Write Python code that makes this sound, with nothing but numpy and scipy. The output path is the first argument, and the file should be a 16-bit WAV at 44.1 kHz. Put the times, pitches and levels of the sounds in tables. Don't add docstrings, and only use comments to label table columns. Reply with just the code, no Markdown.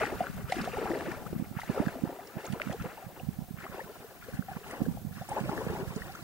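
import sys
import numpy as np
from scipy import signal
from scipy.fft import rfft, irfft
from scipy.io import wavfile
from scipy.ndimage import uniform_filter1d

SR = 44100
rng = np.random.default_rng(int(sys.argv[2]) if len(sys.argv) > 2 else 0)


def gain_from_db(level_db):
    decades = np.asarray(level_db, float) / 20
    return 10 ** decades


def dump(signal):
    limited = np.clip(np.atleast_2d(signal).T, -1, 1)
    pcm = np.round(limited * 32767).astype(np.int16)
    wavfile.write(sys.argv[1], SR, pcm)


N = 275007


def evened(x):
    return x / np.sqrt(np.mean(x ** 2) + 1e-20)


def read(points, hz, column=1):
    table = np.transpose(points)
    return np.interp(np.log(hz + 1), np.log(table[0] + 1), table[column])


def curve(rows, column, t=None):
    table = np.transpose(rows)
    times = np.arange(N) / SR if t is None else t
    return np.interp(times, table[0], table[column])


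def add(mix, s, sound):
    start = round(s * SR)
    sound = sound[max(-start, 0):]
    part = mix[max(start, 0):][:len(sound)]
    part += sound[:len(part)]


def noise(points, size, patchy_db, same):
    hz = np.fft.rfftfreq(size, 1 / SR)
    a, b, c, d, patches = rng.standard_normal((4 * N // size + 5, len(hz), 5)).T
    patches = uniform_filter1d(patches, size=8, axis=0)
    patches = evened(uniform_filter1d(patches, size=6, axis=1))
    likeness = np.clip(same(hz), -1, 1)[:, None]
    left = a + 1j * b
    right = likeness * left + np.sqrt(1 - likeness ** 2) * (c + 1j * d)
    z = np.array([left, right]) * gain_from_db(read(points, hz)[:, None] + patchy_db * patches)
    return evened(signal.istft(z, nperseg=size, noverlap=3 * size // 4)[1][:, :N])


# (frequency [Hz], relative level [dB])
HISS_COLOUR = [(180, -50), (300, -21.5), (565, -25.5), (749, 6), (842, -16), (1870, -19.5), (2400, -18),
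               (10000, -20.5), (16000, -11)]
# (frequency [Hz], likeness [0 to 1])
HISS_LIKENESS = [(300, 0.16), (1000, 0.71), (2500, 0.036), (6000, 0.64), (10000, 1), (13000, 0.12)]
# (frequency [Hz], gain [dB])
HISS_RIGHT_GAIN = [(300, -12.5), (1800, 2.5), (3000, -1), (9000, 0), (14000, -2.5)]


def hiss(level_db=-53):
    left, right = gain_from_db(level_db) * noise(HISS_COLOUR, 1024, 0.66, lambda hz: read(HISS_LIKENESS, hz))
    right_gain = gain_from_db(read(HISS_RIGHT_GAIN, np.fft.rfftfreq(N, 1 / SR)))
    return np.array([left, irfft(rfft(right) * right_gain, N)])


def thin_hiss(db=-70, low_hz=11700, high_hz=13400, start=4.61, end=5.45):
    band = signal.butter(3, [low_hz, high_hz], "band", fs=SR, output="sos")
    sound = evened(signal.sosfilt(band, rng.standard_normal(N)))
    fade_s = [start - .05, start + .05, end - .1, end + .05]
    fade = np.interp(np.arange(N) / SR, fade_s, [0, 1, 1, 0])
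    return sound * gain_from_db(db) * fade * gain_from_db([[3], [-6]])


# (frequency [Hz], level before the left and right gains [dB])
PIP_TONES = [(12075, -60), (13835, -60)]
# (time [s], share of frames [0 to 1])
PIP_SHARE = [(0, .95), (.85, 1), (.95, 0.66), (4.55, 0.58), (4.62, 0.1), (5.42, .1), (5.48, 1), (5.76, 1),
             (5.79, 0.35), (6.24, 0.56)]


def whine(line_hz=15703, line_db=-70, waver_hz=6, tick_db=-58, tick_hz=15500, tick_ms=1.5):
    frame_hz, first_frame_s = 29.968, 0.0204
    pip_ms, pip_lead_ms = 4, 10.5
    t = np.arange(N) / SR
    frames = (t - first_frame_s) * frame_hz
    from_tick_ms = 1000 * ((frames + .5) % 1 - .5) / frame_hz
    chance, phase = rng.random((200, 2))[np.round(frames).astype(int)].T
    waver = waver_hz * evened(uniform_filter1d(rng.standard_normal(N), size=4000))
    line = gain_from_db(line_db) * np.sin(2 * np.pi * np.cumsum(line_hz + waver) / SR)
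    tick_shape = np.exp(-(from_tick_ms / tick_ms) ** 2)
    ticks = gain_from_db(tick_db) * tick_shape * np.sin(2 * np.pi * (tick_hz * t + phase))
    gate = (chance < curve(PIP_SHARE, 1)) * np.exp(-((from_tick_ms + pip_lead_ms) / pip_ms) ** 4)
    pips = gate * sum(gain_from_db(db) * np.sin(2 * np.pi * (hz * t + phase)) for hz, db in PIP_TONES)
    return (line + ticks + pips) * gain_from_db([[3], [-12]])


def thump(hz, cycles, phase):
    t = np.arange(-2000, 2000) / SR
    return np.exp(-.5 * (t * hz / cycles) ** 2) * np.cos(2 * np.pi * (hz * t + phase))


# (frequency [Hz], relative level [dB])
RUMBLE_COLOUR = [(15, -40), (30, -0.5), (60, 3), (120, 2.5), (200, 4.5), (280, -9.5), (400, -36),
                 (700, -34)]
# (time [s], left level [dB], right level [dB])
GUST_LEVELS = [(0.0, -44.5, -44.5), (0.62, -43.5, -43.5), (1.3, -40.5, -46), (1.7, -58, -44.5),
               (1.95, -54, -45), (2.24, -60, -59.5), (2.5, -61, -53), (2.8, -49, -40), (3.01, -62, -58.5),
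               (3.34, -52, -43), (3.55, -58, -50.5), (3.78, -62, -50), (4.12, -62, -58), (4.34, -44, -46.5),
               (4.63, -54.5, -52), (4.9, -40.5, -42.5), (5.28, -58.5, -46), (5.59, -40, -40.5),
               (6.24, -55, -47.5)]
# (time of the middle [s], level [dB], frequency [Hz], port [0 left, 1 right])
STRONG_EDDIES = [(0.04, -30, 173, 0), (0.195, -40, 171, 0), (0.214, -24.5, 220, 1), (0.279, -39, 171, 0),
                 (0.3, -25, 181, 0), (0.399, -28.5, 172, 0), (0.447, -25.5, 119, 1), (0.47, -43.5, 150, 0),
                 (0.608, -28, 166, 1), (1.075, -26.5, 190, 1), (1.121, -27.5, 173, 0), (1.329, -26, 257, 1),
                 (1.364, -27, 170, 1), (1.364, -20.5, 190, 0), (1.4, -19, 204, 1), (1.425, -20, 215, 1),
                 (1.515, -26, 179, 1), (1.571, -21.5, 159, 1), (1.7, -14.5, 205, 1), (1.804, -12.5, 230, 1),
                 (1.873, -13.5, 190, 1), (2.039, -13.5, 214, 1), (2.074, -29, 150, 1),
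                 (2.371, -23.5, 174, 1), (2.504, -22.5, 158, 1), (2.536, -19, 191, 1), (2.672, -20, 205, 1),
                 (2.705, -22, 175, 1), (2.808, -27.5, 112, 1), (2.817, -25.5, 165, 0), (2.858, -25, 181, 1),
                 (3.069, -30.5, 146, 1), (3.236, -28, 166, 1), (3.29, -17, 177, 1), (3.391, -21, 180, 1),
                 (3.423, -25, 162, 1), (3.511, -26, 189, 1), (3.544, -27, 151, 1), (3.588, -33, 159, 1),
                 (4.342, -25.5, 171, 1), (4.395, -16.5, 183, 1), (4.519, -34, 155, 1),
                 (4.568, -24.5, 178, 1), (4.82, -12.5, 219, 1), (4.887, -15, 210, 1), (4.915, -25, 170, 1),
                 (4.952, -28, 194, 1), (5.052, -23.5, 200, 1), (5.072, -24, 142, 1), (5.114, -29, 158, 1),
                 (5.172, -29, 182, 1), (5.215, -27.5, 133, 1), (5.312, -31, 139, 1), (5.413, -20.5, 173, 1),
                 (5.439, -24, 193, 1), (5.462, -26, 123, 1), (5.496, -20.5, 197, 1), (5.673, -20, 168, 1),
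                 (5.702, -26, 160, 1), (5.831, -23.5, 162, 1), (5.911, -28.5, 153, 1),
                 (5.966, -20.5, 197, 1)]


def wind(cycles=0.49, lump_db=5, lump_ms=18, push_db=-17, follower_db=-7, follower_ms=16, left_cut_hz=70):
    lumps = evened(uniform_filter1d(rng.standard_normal((2, N)), round(lump_ms * SR / 1000)))
    rumble = noise(RUMBLE_COLOUR, 2048, 0.14, lambda hz: 0 * hz)
    rumble = evened(rumble * gain_from_db(lump_db * lumps))
    out = rumble * gain_from_db([curve(GUST_LEVELS, 1), curve(GUST_LEVELS, 2)])
    for (s, db, hz, port), luck in zip(STRONG_EDDIES, rng.random((len(STRONG_EDDIES), 8))):
        at, start = out[int(port > .5)], s - 2000 / SR
        slow_push = gain_from_db(push_db) * thump(0.5 * hz, 0.16, luck[1])
        add(at, start, gain_from_db(db) * (thump(hz, cycles, luck[0]) + slow_push))
        for way, (phase, gap, pitch) in zip((-1, 1), luck[2:].reshape(2, 3)):
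            small = gain_from_db(db + follower_db - 17.7 * gap) * thump(hz * (.7 + .7 * pitch), cycles, phase)
            add(at, start + way * follower_ms * (0.658 + 0.79 * gap) / 1000, small)
    low_cut = signal.butter(2, left_cut_hz, "high", fs=SR, output="sos")
    out[0] = signal.sosfilt(low_cut, out[0])
    return out


# (frequency [Hz], gain [dB], phase ahead of the left [rad])
RIGHT_PORT_COLOUR = [(300, -3, 0.5), (500, -2.5, -0.15), (863, -1, 0.01), (910, -7.5, 1.25),
                     (1264, -1.5, -1.1), (1340, -4, 0.1), (1630, -12, -0.2), (1810, -7.5, 1.32),
                     (2400, 3.5, 2), (3250, 3, 0.83), (5300, 7.5, 1.9), (12100, 5.5, 2)]
# (time [s], left notch [Hz], mean lag of the left port [ms])
WADER_BEARING = [(0, 1040, -0.058), (3, 1130, -0.012), (4.5, 1256, 0.036), (6.24, 1235, 0.06)]


def at_ports(water, notch_db=12, notch_width_hz=50, scatter_ms=0.05):
    hz, t, z = signal.stft(water, SR, nperseg=1024, noverlap=768)
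    hz = hz[:, None]
    notch = np.exp(-((hz - curve(WADER_BEARING, 1, t)) / notch_width_hz) ** 2)
    left = z * gain_from_db(-notch_db * notch)
    wander = uniform_filter1d(rng.standard_normal(z.shape), size=9, axis=0)
    wander = evened(uniform_filter1d(wander, size=3, axis=1))
    lag_ms = curve(WADER_BEARING, 2, t) + scatter_ms * wander
    turn = read(RIGHT_PORT_COLOUR, hz, column=2) + 2 * np.pi * hz * lag_ms / 1000
    right = z * gain_from_db(read(RIGHT_PORT_COLOUR, hz)) * np.exp(1j * turn)
    return signal.istft(np.array([left, right]), SR, nperseg=1024, noverlap=768)[1][:, :N]


# (time [s], level [dB], brightest frequency [Hz])
SLAP_EVENTS = [(0.059, -32, 3830), (0.4978, -31.5, 3110), (0.5202, -21.5, 3200), (0.558, -32, 3240),
               (0.6132, -30, 4230), (0.6482, -29, 3120), (0.987, -34, 3100), (1.1157, -37.5, 5410),
               (1.6018, -35, 3150), (1.88, -38, 3170), (2.2712, -40, 5430), (2.4515, -30.5, 4000),
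               (2.4637, -31.5, 7550), (2.5227, -31, 2980), (2.535, -39, 4180), (2.6173, -33, 3010),
               (2.726, -32, 3020), (2.821, -35.5, 3100), (3.5997, -40, 3270), (4.2384, -41, 3290),
               (4.6788, -39, 9600), (4.709, -34, 9150), (5.29, -30, 8860), (5.3998, -32, 3050),
               (5.959, -33, 6540), (6.118, -38, 4550), (6.152, -38, 5830)]


def slaps(width=0.25, skirt=0.47, rise_s=0.0033, decay_ms=3.46):
    out, t = np.zeros(N), np.arange(2048) / SR
    hz = np.fft.rfftfreq(2048, 1 / SR)
    shape = np.minimum(t / rise_s, 1) * np.exp(-1000 * t / decay_ms)
    draws = rng.standard_normal((len(SLAP_EVENTS), 2, 2048))
    for (s, db, top_hz), (burst, rag) in zip(SLAP_EVENTS, draws):
        peak = np.exp(-(np.log((hz + 1) / top_hz) / width) ** 2)
        colour = (skirt * (hz < 11000) + peak) * (hz > 1500)
        ragged = gain_from_db(2.2 * evened(uniform_filter1d(rag, size=60)))
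        burst = evened(irfft(rfft(burst) * colour) * ragged)
        add(out, s, gain_from_db(db) * burst / 2 * shape)
    return out


# (start [s], length [s], middle bubbles [dB], large bubbles [dB], spray [dB])
LEG_SURGES = [(-0.05, 0.049, -29, -32, -46.5), (0.15, 0.085, -44, -61, -56), (0.469, 0.21, -40, -42, -51.5),
              (0.726, 0.38, -41.5, -34.5, -54), (1.554, 0.072, -43.5, -50, -55.5),
              (1.666, 0.23, -44, -37.5, -55.5), (1.98, 0.77, -53.5, -45.5, -63.5),
              (2.362, 0.15, -47.5, -47, -59), (2.59, 0.13, -44, -52.5, -58),
              (2.775, 0.19, -46.5, -45, -62.5), (2.975, 0.045, -64, -45.5, -69),
              (3.138, 0.037, -54, -51, -65), (3.56, 0.084, -45.5, -51, -61), (3.694, 0.1, -45, -43, -58),
              (3.88, 0.25, -55, -52.5, -62), (4.196, 0.17, -50, -54, -61.5), (4.458, 0.14, -50, -52.5, -61),
              (4.621, 0.12, -45.5, -42, -56.5), (5.108, 0.14, -50, -53.5, -57.5),
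              (5.268, 0.13, -44, -37.5, -54.5), (5.426, 0.37, -44, -36, -54),
              (5.856, 0.45, -48.5, -53, -56.5)]


def stirring(column, pace, wake_db=-16.5, wake_fall=8.1):
    rise_s, sag, fall = pace
    t = np.arange(0, N + 64, 64) / SR
    power = 1e-10
    for row in LEG_SURGES:
        since = np.maximum(t - row[0], 0)
        after = np.maximum(since - row[1], 0)
        dying = gain_from_db(-fall * after) ** 2 + gain_from_db(wake_db - wake_fall * after) ** 2
        push = np.minimum(since / rise_s, 1) * gain_from_db(row[column] - sag * (since - after))
        power = power + push ** 2 * dying
    return np.interp(np.arange(N) / SR, t, 10 * np.log10(power))


def bubble(hz, ring_ms, rise, phase):
    fall_s = ring_ms / 1000 / 1.2
    u = np.arange(0, 7 * fall_s, 1 / SR) / fall_s
    shape = (1 - np.exp(-4 * u)) * np.exp(-u)
    turns = np.cumsum(hz * (1 + rise * (u - .5))) / SR
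    sound = shape / shape.max() * np.sin(2 * np.pi * (turns + phase))
    return np.argmax(shape) / SR, sound


# (pitch [Hz], relative level [dB])
CROWD_BALANCE = [(220, -4), (350, 6.5), (500, 5.5), (800, 3.5), (1100, 6), (1800, 7), (2300, -2.5),
                 (3200, 3.5), (6000, 0.5), (10000, 2)]


def bubble_crowd(per_s=90, spread_db=3.0, cycles=5.91, clump_db=3.5, clump_ms=25, spray_clump=0.06,
                 each_size_db=-17):
    middle_db = stirring(column=2, pace=(0.02, 2.67, 126))
    large_db = stirring(column=3, pace=(0.077, 9, 60))
    spray_db = stirring(column=4, pace=(0.048, 5.5, 68))
    clumps = uniform_filter1d(rng.standard_normal((3, N)), round(clump_ms * SR / 1000))
    clumps = clump_db * evened(clumps)
    out = np.zeros(N)
    for hz in np.geomspace(220, 10500, num=48):
        chance, size, (length, rise, phase) = rng.random(N), rng.exponential(1, N), rng.random(3)
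        large, spray = np.interp(hz, [900, 1200], [1, 0]), np.interp(hz, [2400, 3200], [0, 1])
        clump = large * clumps[0] + 0.55 * (1 - spray) * clumps[1] + spray_clump * spray * clumps[2]
        born = chance < per_s * (hz / 1000) ** 1.05 / SR
        births = born * gain_from_db(spread_db * np.minimum(size, 4) + clump)
        level_db = (1 - large - spray) * middle_db + large * large_db + spray * spray_db
        level_db = level_db + read(CROWD_BALANCE, hz) + each_size_db
        grain = bubble(hz, 1000 * cycles * (.5 + length) / hz, 0.1605 * rise, phase)[1]
        grain = grain / np.linalg.norm(grain)
        out += signal.oaconvolve(evened(births) * gain_from_db(level_db), grain)[:N]
    return out


# (time of the peak [s], peak level [dB], pitch [Hz], ring length [ms])
CLEAR_BUBBLES = [(0.012, -22.5, 630, 7.7), (0.018, -23, 1390, 2.7), (0.025, -24, 436, 9.7),
                 (0.038, -22.5, 786, 5), (0.055, -22, 1840, 1.6), (0.208, -18.5, 700, 7.2),
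                 (0.229, -32.5, 667, 12), (0.269, -24.5, 1460, 2), (0.5, -33.5, 500, 10.7),
                 (0.544, -32, 697, 6.7), (0.523, -24, 1960, 4), (0.524, -19, 735, 5.5),
                 (0.568, -26, 328, 7.3), (0.59, -27.5, 240, 11.7), (0.618, -29.5, 207, 17),
                 (0.644, -26, 1330, 1.1), (0.677, -23.5, 690, 6), (0.739, -30, 470, 12.3),
                 (0.772, -26.5, 772, 6.1), (0.785, -26, 437, 7.2), (0.817, -25.5, 436, 5.6),
                 (0.832, -29.5, 435, 8.1), (0.858, -28.5, 771, 9.8), (0.909, -25.5, 327, 21),
                 (0.916, -28, 1780, 2.5), (0.936, -23, 430, 4.2), (1.009, -26.5, 1650, 1.3),
                 (1.085, -27, 325, 9.9), (1.118, -30, 1720, 2), (1.266, -35, 1250, 5.5),
                 (1.331, -23, 277, 2.5), (1.59, -28.5, 870, 3), (1.597, -26, 1220, 1.6),
                 (1.618, -33.5, 1920, 4), (1.635, -31, 815, 4), (1.711, -34, 378, 7.2),
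                 (1.776, -26.5, 517, 8.2), (1.755, -34.5, 555, 6.5), (1.782, -29, 1200, 3.5),
                 (1.797, -23.5, 447, 3.5), (1.864, -27.5, 1600, 1.7), (1.884, -27.5, 1570, 3.2),
                 (1.956, -31, 637, 4.6), (1.962, -34, 248, 15), (1.989, -36, 627, 6.4),
                 (2.098, -35, 660, 8.3), (2.192, -36.5, 686, 9.6), (2.6, -22.5, 1350, 1.46),
                 (2.607, -33, 596, 8.7), (2.618, -19, 2090, 0.96), (2.675, -29, 1330, 1.5),
                 (2.698, -30, 570, 3.4), (2.736, -33.5, 715, 8.8), (2.747, -30, 417, 7.9),
                 (2.844, -33.5, 458, 8.7), (2.979, -38.5, 880, 8.1), (3.028, -40, 740, 11),
                 (3.198, -42, 2690, 2), (3.202, -39, 727, 5.7), (3.666, -29, 1190, 2.3),
                 (3.744, -33, 795, 1.9), (3.748, -36, 377, 8.8), (3.795, -30.5, 864, 5.7),
                 (3.805, -33, 1780, 5.6), (3.815, -35, 520, 7.3), (4.047, -40.5, 446, 10),
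                 (4.245, -45, 1660, 6), (4.287, -34.5, 488, 8.5), (4.336, -40, 1550, 3.7),
                 (4.425, -33.5, 1410, 2.6), (4.488, -34, 754, 15), (4.518, -35, 730, 9.1),
                 (4.57, -32.5, 890, 2.4), (4.616, -43, 424, 11.4), (4.666, -41, 820, 8.4),
                 (4.712, -35, 1820, 2.5), (4.739, -38, 770, 7.7), (4.856, -41, 1610, 6.1),
                 (4.865, -30, 460, 4.7), (4.974, -35.5, 753, 4), (5.213, -38.5, 605, 6.7),
                 (5.221, -32, 730, 5.4), (5.29, -32.5, 790, 3.2), (5.319, -27.5, 810, 14),
                 (5.371, -27, 853, 14), (5.38, -29, 1006, 5.7), (5.445, -33.5, 300, 9.9),
                 (5.459, -33, 540, 8.1), (5.516, -29, 880, 2.9), (5.494, -31, 1280, 4.4),
                 (5.495, -32.5, 812, 9.7), (5.53, -28.5, 880, 4.5), (5.578, -27, 1670, 3.2),
                 (5.591, -29, 410, 11.3), (5.61, -35, 422, 8.7), (5.667, -26, 470, 4.6),
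                 (5.701, -28.5, 425, 7.2), (5.752, -34, 775, 4.9), (5.762, -30.5, 863, 6.5),
                 (5.796, -34.5, 250, 10.3), (5.973, -33.5, 415, 11.4), (6.021, -29.5, 1820, 3.5),
                 (6.098, -38, 740, 12.3), (6.153, -34, 1310, 5), (6.233, -29, 920, 2.1)]


def clear_bubbles():
    out = np.zeros(N)
    draws = rng.random((len(CLEAR_BUBBLES), 2))
    for (s, db, hz, ring_ms), (rise, phase) in zip(CLEAR_BUBBLES, draws):
        lead_s, sound = bubble(hz, ring_ms, 0.12 * rise, phase)
        add(out, s - lead_s, gain_from_db(db) * sound)
    return out


def scene():
    water = slaps() + bubble_crowd() + clear_bubbles()
    return hiss() + thin_hiss() + whine() + wind() + at_ports(water)


def top_cut(x):
    return signal.sosfilt(signal.butter(12, 16300, fs=SR, output="sos"), x)


def record(dry):
    edge = signal.firwin(801, 15830, window=("kaiser", 10), fs=SR)
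    mix = signal.oaconvolve(dry, edge[None], "same")
    return top_cut(mix)


dry = scene()
out = record(dry)
dump(out)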